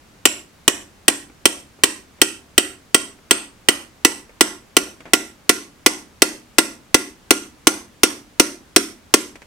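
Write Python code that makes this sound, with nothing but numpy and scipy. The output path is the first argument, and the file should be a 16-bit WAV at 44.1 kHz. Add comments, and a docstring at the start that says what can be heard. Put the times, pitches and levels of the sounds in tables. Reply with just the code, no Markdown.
"""Still workshop air (coloured noise), then 25 near-even hammer blows drive a steel chisel along a copper plate.
Each blow cracks (noise burst), rings plate and chisel (damped sines), then thumps the bench a moment later.
Reverberation (convolved noise bands) is heard for about a fifth of a second. From 1.3 s, tools knock lightly
between some blows and after the last (filtered noise). The close microphone overloads (soft ceiling, cut top)."""
import sys
import numpy as np
from scipy import signal
from scipy.fft import rfft, irfft, next_fast_len
from scipy.io import wavfile

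SR = 44100
rng = np.random.default_rng(int(sys.argv[2]) if len(sys.argv) > 2 else 0)


def materialize(psi):
    """Save the field psi as 16-bit PCM at rate SR to the path in sys.argv[1].

    A 1-D psi becomes a single channel; in a 2-D psi each row is a channel.
    """
    bounded = np.clip(np.atleast_2d(psi).T, -1, 1)
    quanta = np.round(bounded * 32767).astype(np.int16)
    wavfile.write(sys.argv[1], SR, quanta)


N = 417186
BLOW_SIZE = SR // 4  # samples per dry blow or knock

# Still air. Each row: frequency in Hz, relative density in dB per Hz.
AIR_SPECTRUM = [(15, -10.5), (35, -3), (75, 1), (115, -3), (230, -3), (420, -8), (600, -10.5),
                (1300, -12.5), (2300, -15.5), (3700, -19), (7000, -21.5), (11000, -27), (16000, -32.5)]
AIR_RMS_DB = -50.5
# Stereo likeness of the air. Each row: frequency in Hz, left-right correlation.
AIR_LIKENESS = [(30, 0.91), (250, 0.71), (1000, 0.22), (4000, .3), (16000, .2)]
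# Stereo likeness of hits and room. Each row: frequency in Hz, left-right correlation.
HIT_LIKENESS = [(60, .8), (300, 0.94), (700, 0.89), (2000, 0.099), (6000, 0.56), (14000, 0.073)]
# Stereo balance of blows. Each row: frequency in Hz, left minus right in dB.
BALANCE = [(300, -0.5), (600, 0), (1400, -2), (2600, -6), (5000, -2), (9000, -1)]
# Hammer blows. Each row: start in seconds, relative force in dB.
BLOWS = [(0.2543, -2.5), (0.6789, -3.5), (1.081, -2.5), (1.4552, -3), (1.836, -2.5), (2.2158, -2.5),
         (2.5793, -3), (2.945, -3), (3.3096, -3), (3.686, -3), (4.0487, -2.1), (4.4088, -1), (4.7671, -2.5),
         (5.1344, -1.8), (5.4932, -0.5), (5.862, -1), (6.22, -1), (6.5838, -0.5), (6.944, -1.5),
         (7.307, -0.6), (7.67, -0.5), (8.0333, -0.5), (8.3976, -0.5), (8.762, 0), (9.1393, -0.7)]
# Crack of steel on steel. Each row: frequency in Hz, relative density in dB per Hz.
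CRACK_SPECTRUM = [(40, -75.5), (200, -56), (600, 0.5), (1500, 0.5), (2800, 5.5), (3800, 1), (5800, -1.5),
                  (6900, -3), (8500, 5.5), (11000, -5), (16000, -12.5)]
# Copper plate and clamp. Each row: frequency in Hz, relative level in dB, T60 in seconds.
PLATE_MODES = [(717, -18.5, .06), (928, -18, 0.021), (959, -32, 0.13), (1099, -5.5, 0.025),
               (1530, -24, 0.032), (2320, -18.5, 0.02), (2640, -9, 0.031), (3452, -10.5, 0.025),
               (4285, -10, 0.036), (5140, -18, 0.0092), (7660, -9, 0.0082), (8920, -2.5, 0.0079),
               (9940, -8.5, 0.0047)]
# Lower plate tone: quiet lasting ring, then strong short knock.
# Each row: frequency in Hz, peak relative level in dB, T60 in seconds.
LOWER_TONE = [(1404, -20.5, .16), (1410, -8.5, .035)]
# Crowd of high plate modes. Each row: frequency in Hz, relative density in dB per Hz.
PING_SPECTRUM = [(3500, -35.5), (4900, -11), (5480, -2.5), (5800, -1.5), (6050, -0.5), (6300, -3),
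                 (6800, -19), (9000, -40.5)]
# Chisel as a free bar damped by the fingers.
# Each row: multiple of the easy-hold upper bending mode, relative level in dB, T60 in seconds.
CHISEL_MODES = [(.33, -1.5, 0.01), (0.349, -4.5, 0.012), (0.373, -5.5, 0.025), (0.998, 0.5, 0.022)]
# Tip chatter in the cut, smearing the ring.
# Each row: multiple of the easy-hold upper bending mode, relative density in dB per Hz.
CHATTER_SPECTRUM = [(0.251, -30), (0.331, -6), (0.374, 4.5), (.45, -23), (.85, -15), (.94, -5), (1.039, 2),
                    (1.102, -11), (1.25, -28.5), (2.001, -35.5)]
# Fingers' hold, interpolated. Each row: time in seconds, chisel gain in dB, upper bending mode in Hz.
GRIP = [(.68, 3, 7480), (1.08, 5, 8255), (3.68, 5, 8250), (4.401, -1, 7930), (5.149, -7, 7730),
        (5.86, -20, 7420), (6.22, -10, 8100), (7.6, -8.5, 8420), (9.14, -10, 9130)]
# Bench under the work. 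Each row: frequency in Hz, relative level in dB, T60 in seconds.
BENCH_MODES = [(302.4, -9.5, 0.025), (340, 6, 0.028), (403.4, 7.5, 0.021), (509, -16.5, 0.056)]
# Standing waves stirred by the thump. Each row: frequency in Hz, relative level in dB, T60 in seconds.
BOOM_MODES = [(209, -34, 0.54), (243, -38.5, 0.81), (282.6, -31, 0.45), (291, -28, 0.41), (315, -24, 0.32),
              (378, -27, 0.31), (394, -27, 0.17), (454, -24, 0.067)]
# Room wash. Each row: band centre in Hz, relative level in dB, T60 in seconds before the tail is faded out.
ROOM_BANDS = [(61.6, -29.5, 0.43), (151.2, -13.5, .35), (222, -9, 0.21), (310, -12, 0.96),
              (445.4, -8.5, 0.46), (810, -13, 0.55), (1440, -9, 0.45), (3100, -14, 0.42), (6400, -10, .45),
              (9000, -11, 0.4), (12000, -11, 0.47), (16000, -20.5, .3)]
# Wall clusters. Each row: delay in seconds, lift over the wash in dB, spread in seconds.
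WALLS = [(.018, 5, 0.0034), (0.071, 2.5, 0.0041), (.135, 0.5, .015)]
# Tool knocks and scuffs. Each row: start in seconds, relative level in dB, lowpass corner in Hz, T60 in seconds.
KNOCKS = [(1.298, -42, 597, 0.083), (1.789, -42.5, 598, .14), (2.185, -43.5, 593, 0.14),
          (3.187, -45, 900, 0.047), (4.118, -35, 2527, 0.037), (4.294, -39.5, 893, 0.082),
          (5.005, -33, 2520, 0.063), (5.055, -32, 890, 0.18), (9.356, -32, 6000, 0.064),
          (9.419, -34.5, 5000, 0.037), (9.426, -38.5, 3500, 0.042)]
# Knock colour before the lowpass. Each row: frequency in Hz, relative density in dB per Hz.
KNOCK_SPECTRUM = [(100, -10), (300, 3.5), (700, -1.5), (1400, -2.5), (2300, 2), (4000, -10.5), (8000, -7.5),
                  (16000, -23)]

# The chisel moves steadily towards the clamp: more thump, more high plate modes.
MIDWAY_S, THUMP_DB_PER_S, PING_DB_PER_S = 4.7, 0.44, 0.28
# Upper plate tone: pitch at midway, rising with travel.
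UPPER_HZ, UPPER_RISE_HZ_PER_S, UPPER_PEAK_DB, UPPER_T60_S = 1986, 15, 2.5, 0.03
# Each tone peaks as the chisel passes its antinode.
UPPER_ANTINODE_S, UPPER_FADE_DB_PER_S2 = 4.2, 0.5
LOWER_ANTINODE_S, LOWER_FADE_DB_PER_S2 = 6, 0.5
EASY_HZ = 8300  # upper bending mode under an easy hold


def from_db(db):
    """Convert decibels to amplitude gain."""
    return 10 ** (np.asarray(db) / 20)


def at_hz(points, hz, axis=1):
    """Interpolate a table column over log frequency."""
    points = np.array(points, float)
    return np.interp(np.log(np.maximum(hz, 1)), np.log(points[:, 0]), points[:, axis])


def add(track, start_s, sound):
    """Mix a stereo sound into the track."""
    start = round(start_s * SR)
    track[:, start:start + sound.shape[1]] += sound[:, :N - start]


def noise(spectrum, likeness, size):
    """Shape white mid and side noise by colour and left-right correlation; rms 1."""
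    hz = np.fft.rfftfreq(size, 1 / SR)
    mid, side = rfft(rng.standard_normal((2, size)))
    alike = np.clip(at_hz(likeness, hz), -1, 1)
    stereo = np.sqrt(1 + alike) * mid + np.sqrt(1 - alike) * side * [[1], [-1]]
    out = irfft(stereo * from_db(at_hz(spectrum, hz)), size)
    return out / out.std()


def air():
    """Still air as steady coloured noise."""
    return from_db(AIR_RMS_DB) * noise(AIR_SPECTRUM, AIR_LIKENESS, next_fast_len(N))[:, :N]


def crack(spectrum, t60_s):
    """A burst of scattered waves: random phases, smooth magnitude; starts at about rms 1."""
    t = np.arange(BLOW_SIZE) / SR
    hz = np.fft.rfftfreq(BLOW_SIZE, 1 / SR)
    fading = from_db(-60 * t / t60_s)
    # The phase of fading noise holds the burst's timing.
    phase = np.angle(rfft(noise(spectrum, HIT_LIKENESS, BLOW_SIZE) * fading))
    colour = from_db(at_hz(spectrum, hz) + at_hz(BALANCE, hz) * [[0.5], [-0.5]])
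    burst = irfft(colour * np.exp(1j * phase), BLOW_SIZE) * fading ** 0.25
    return burst / burst.std() * np.sqrt(np.mean(fading ** 2))


def ring(modes, scatter_db, detune, lag_s):
    """Damped sines; strength, pitch and ear paths vary slightly at random per call."""
    hz, db, t60_s = np.array(modes, float).T[:, :, None]
    strength, pitch, path = rng.standard_normal((3, len(hz), 1))
    t = np.arange(BLOW_SIZE) / SR
    hz = hz * (1 + detune * pitch)
    decay = from_db(db + scatter_db * strength) * np.exp(-np.log(1000) * t / t60_s)
    ears = []
    for side in (0.5, -0.5):
        gain = from_db(side * at_hz(BALANCE, hz))
        wave = np.sin(2 * np.pi * hz * (t + side * lag_s * path))
        ears.append((gain * decay * wave).sum(0))
    return np.array(ears)


def plate(blow_s, crack_db=7.0, crack_t60_s=0.033, ping_t60_s=0.031):
    """Contact crack and copper ring, coloured by where the chisel stands."""
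    travel_s = blow_s - MIDWAY_S
    upper_hz = UPPER_HZ + UPPER_RISE_HZ_PER_S * travel_s
    upper_db = UPPER_PEAK_DB - UPPER_FADE_DB_PER_S2 * (blow_s - UPPER_ANTINODE_S) ** 2
    lower_fade_db = LOWER_FADE_DB_PER_S2 * (blow_s - LOWER_ANTINODE_S) ** 2
    lower = [(hz, db - lower_fade_db, t60_s) for hz, db, t60_s in LOWER_TONE]
    modes = [*PLATE_MODES, (upper_hz, upper_db, UPPER_T60_S), *lower]
    tones = ring(modes, scatter_db=1.0, detune=0.003, lag_s=0.00003)
    ping = from_db(PING_DB_PER_S * travel_s) * crack(PING_SPECTRUM, ping_t60_s)
    return from_db(crack_db) * crack(CRACK_SPECTRUM, crack_t60_s) + tones + ping


def chisel(blow_s, bending_db=0.46, chatter_db=4.5):
    """The steel bends and its tip chatters; the grip frees or chokes it and shifts its pitch."""
    times_s, gains_db, uppers_hz = np.transpose(GRIP)
    grip_db = np.interp(blow_s, times_s, gains_db)
    upper_hz = np.interp(blow_s, times_s, uppers_hz)

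    def mode_hz(multiple):
        """Lower modes follow the grip's shift only in proportion to their pitch."""
        return multiple * (EASY_HZ + min(multiple, 1) * (upper_hz - EASY_HZ))

    modes = [(mode_hz(multiple), db, t60_s) for multiple, db, t60_s in CHISEL_MODES]
    bending = ring(modes, scatter_db=1.3, detune=0.0099, lag_s=0.000025)
    spectrum = [(mode_hz(multiple), db) for multiple, db in CHATTER_SPECTRUM]
    chatter = crack(spectrum, t60_s=0.024)
    return from_db(grip_db) * (from_db(bending_db) * bending + from_db(chatter_db) * chatter)


def thump(blow_s, bench_db=0.25, boom_db=-0.9, delay_s=0.0028, swell_s=0.0046, low_cut_hz=205):
    """The heavy bench gives way a moment after the blow and stirs the room's standing waves."""
    t = np.arange(BLOW_SIZE) / SR
    bench = from_db(bench_db) * ring(BENCH_MODES, scatter_db=1.5, detune=0.011, lag_s=0.00008)
    boom = from_db(boom_db) * ring(BOOM_MODES, scatter_db=1.0, detune=0.013, lag_s=0.00024)
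    swelling = (bench + boom) * (1 - np.exp(-t / swell_s))
    low_cut = signal.butter(4, low_cut_hz, "high", fs=SR, output="sos")
    push = signal.sosfilt(low_cut, swelling)
    delayed = np.array([np.interp(t - delay_s, t, side) for side in push])
    return from_db(THUMP_DB_PER_S * (blow_s - MIDWAY_S)) * delayed


def blows():
    """Each blow's force drives plate, chisel and bench together; yields (start in s, sound)."""
    for blow_s, force_db in BLOWS:
        yield blow_s, from_db(force_db) * (plate(blow_s) + chisel(blow_s) + thump(blow_s))


def workshop(events, wet_db=-6.5, build_s=0.0009, tail_fade_s=0.175):
    """Dense reflections build and die band by band, drawn afresh for every event."""
    size = SR // 3
    out = np.zeros((2, N))
    t = np.arange(size) / SR
    hz = np.fft.rfftfreq(size, 1 / SR)
    centres_hz, band_db, t60_s = np.array(ROOM_BANDS, float).T
    # Overlapping triangular bands on log frequency.
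    bands = np.array([at_hz(np.c_[centres_hz, one], hz) for one in np.eye(len(ROOM_BANDS))])
    clusters_db = sum(lift_db * np.exp(-((t - delay_s) / spread_s) ** 2) for delay_s, lift_db, spread_s in WALLS)
    build = 1 - np.exp(-(t / build_s) ** 2)
    tail_fade = 1 / np.sqrt(1 + (t / tail_fade_s) ** 9)
    decay = from_db(clusters_db - 60 * t / t60_s[:, None]) * build * tail_fade
    decay = decay * (from_db(band_db + wet_db) / np.linalg.norm(decay, axis=1))[:, None]
    for start_s, sound in events:
        paths = rfft(noise([(20, 0), (20000, 0)], HIT_LIKENESS, size))  # white
        response = (irfft(paths[:, None] * bands, size) * decay).sum(1)
        add(out, start_s, sound)
        add(out, start_s, signal.fftconvolve(sound, response, axes=1))
    return out


def knocks(level_db=-3.0):
    """Short, soft contacts as lowpassed, decaying noise; yields (start in s, sound)."""
    t = np.arange(BLOW_SIZE) / SR
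    for start_s, db, corner_hz, t60_s in KNOCKS:
        b, a = signal.butter(1, corner_hz, fs=SR)
        touch = signal.lfilter(b, a, noise(KNOCK_SPECTRUM, HIT_LIKENESS, BLOW_SIZE))
        yield start_s, touch / touch.std() * from_db(level_db + db - 60 * t / t60_s)


def scene():
    """Still air, plus blows and knocks in the room."""
    still_air = air()
    return still_air + workshop([*blows(), *knocks()])


def record(dry, ceiling=0.99, cutoff_hz=16300):
    """The microphone saturates: peaks flatten towards a ceiling; then a lowpass cuts the top."""
    clipped = dry / (1 + (dry / ceiling) ** 8) ** (1 / 8)
    return signal.sosfiltfilt(signal.butter(14, cutoff_hz, fs=SR, output="sos"), clipped)


dry = scene()
out = record(dry)
materialize(out)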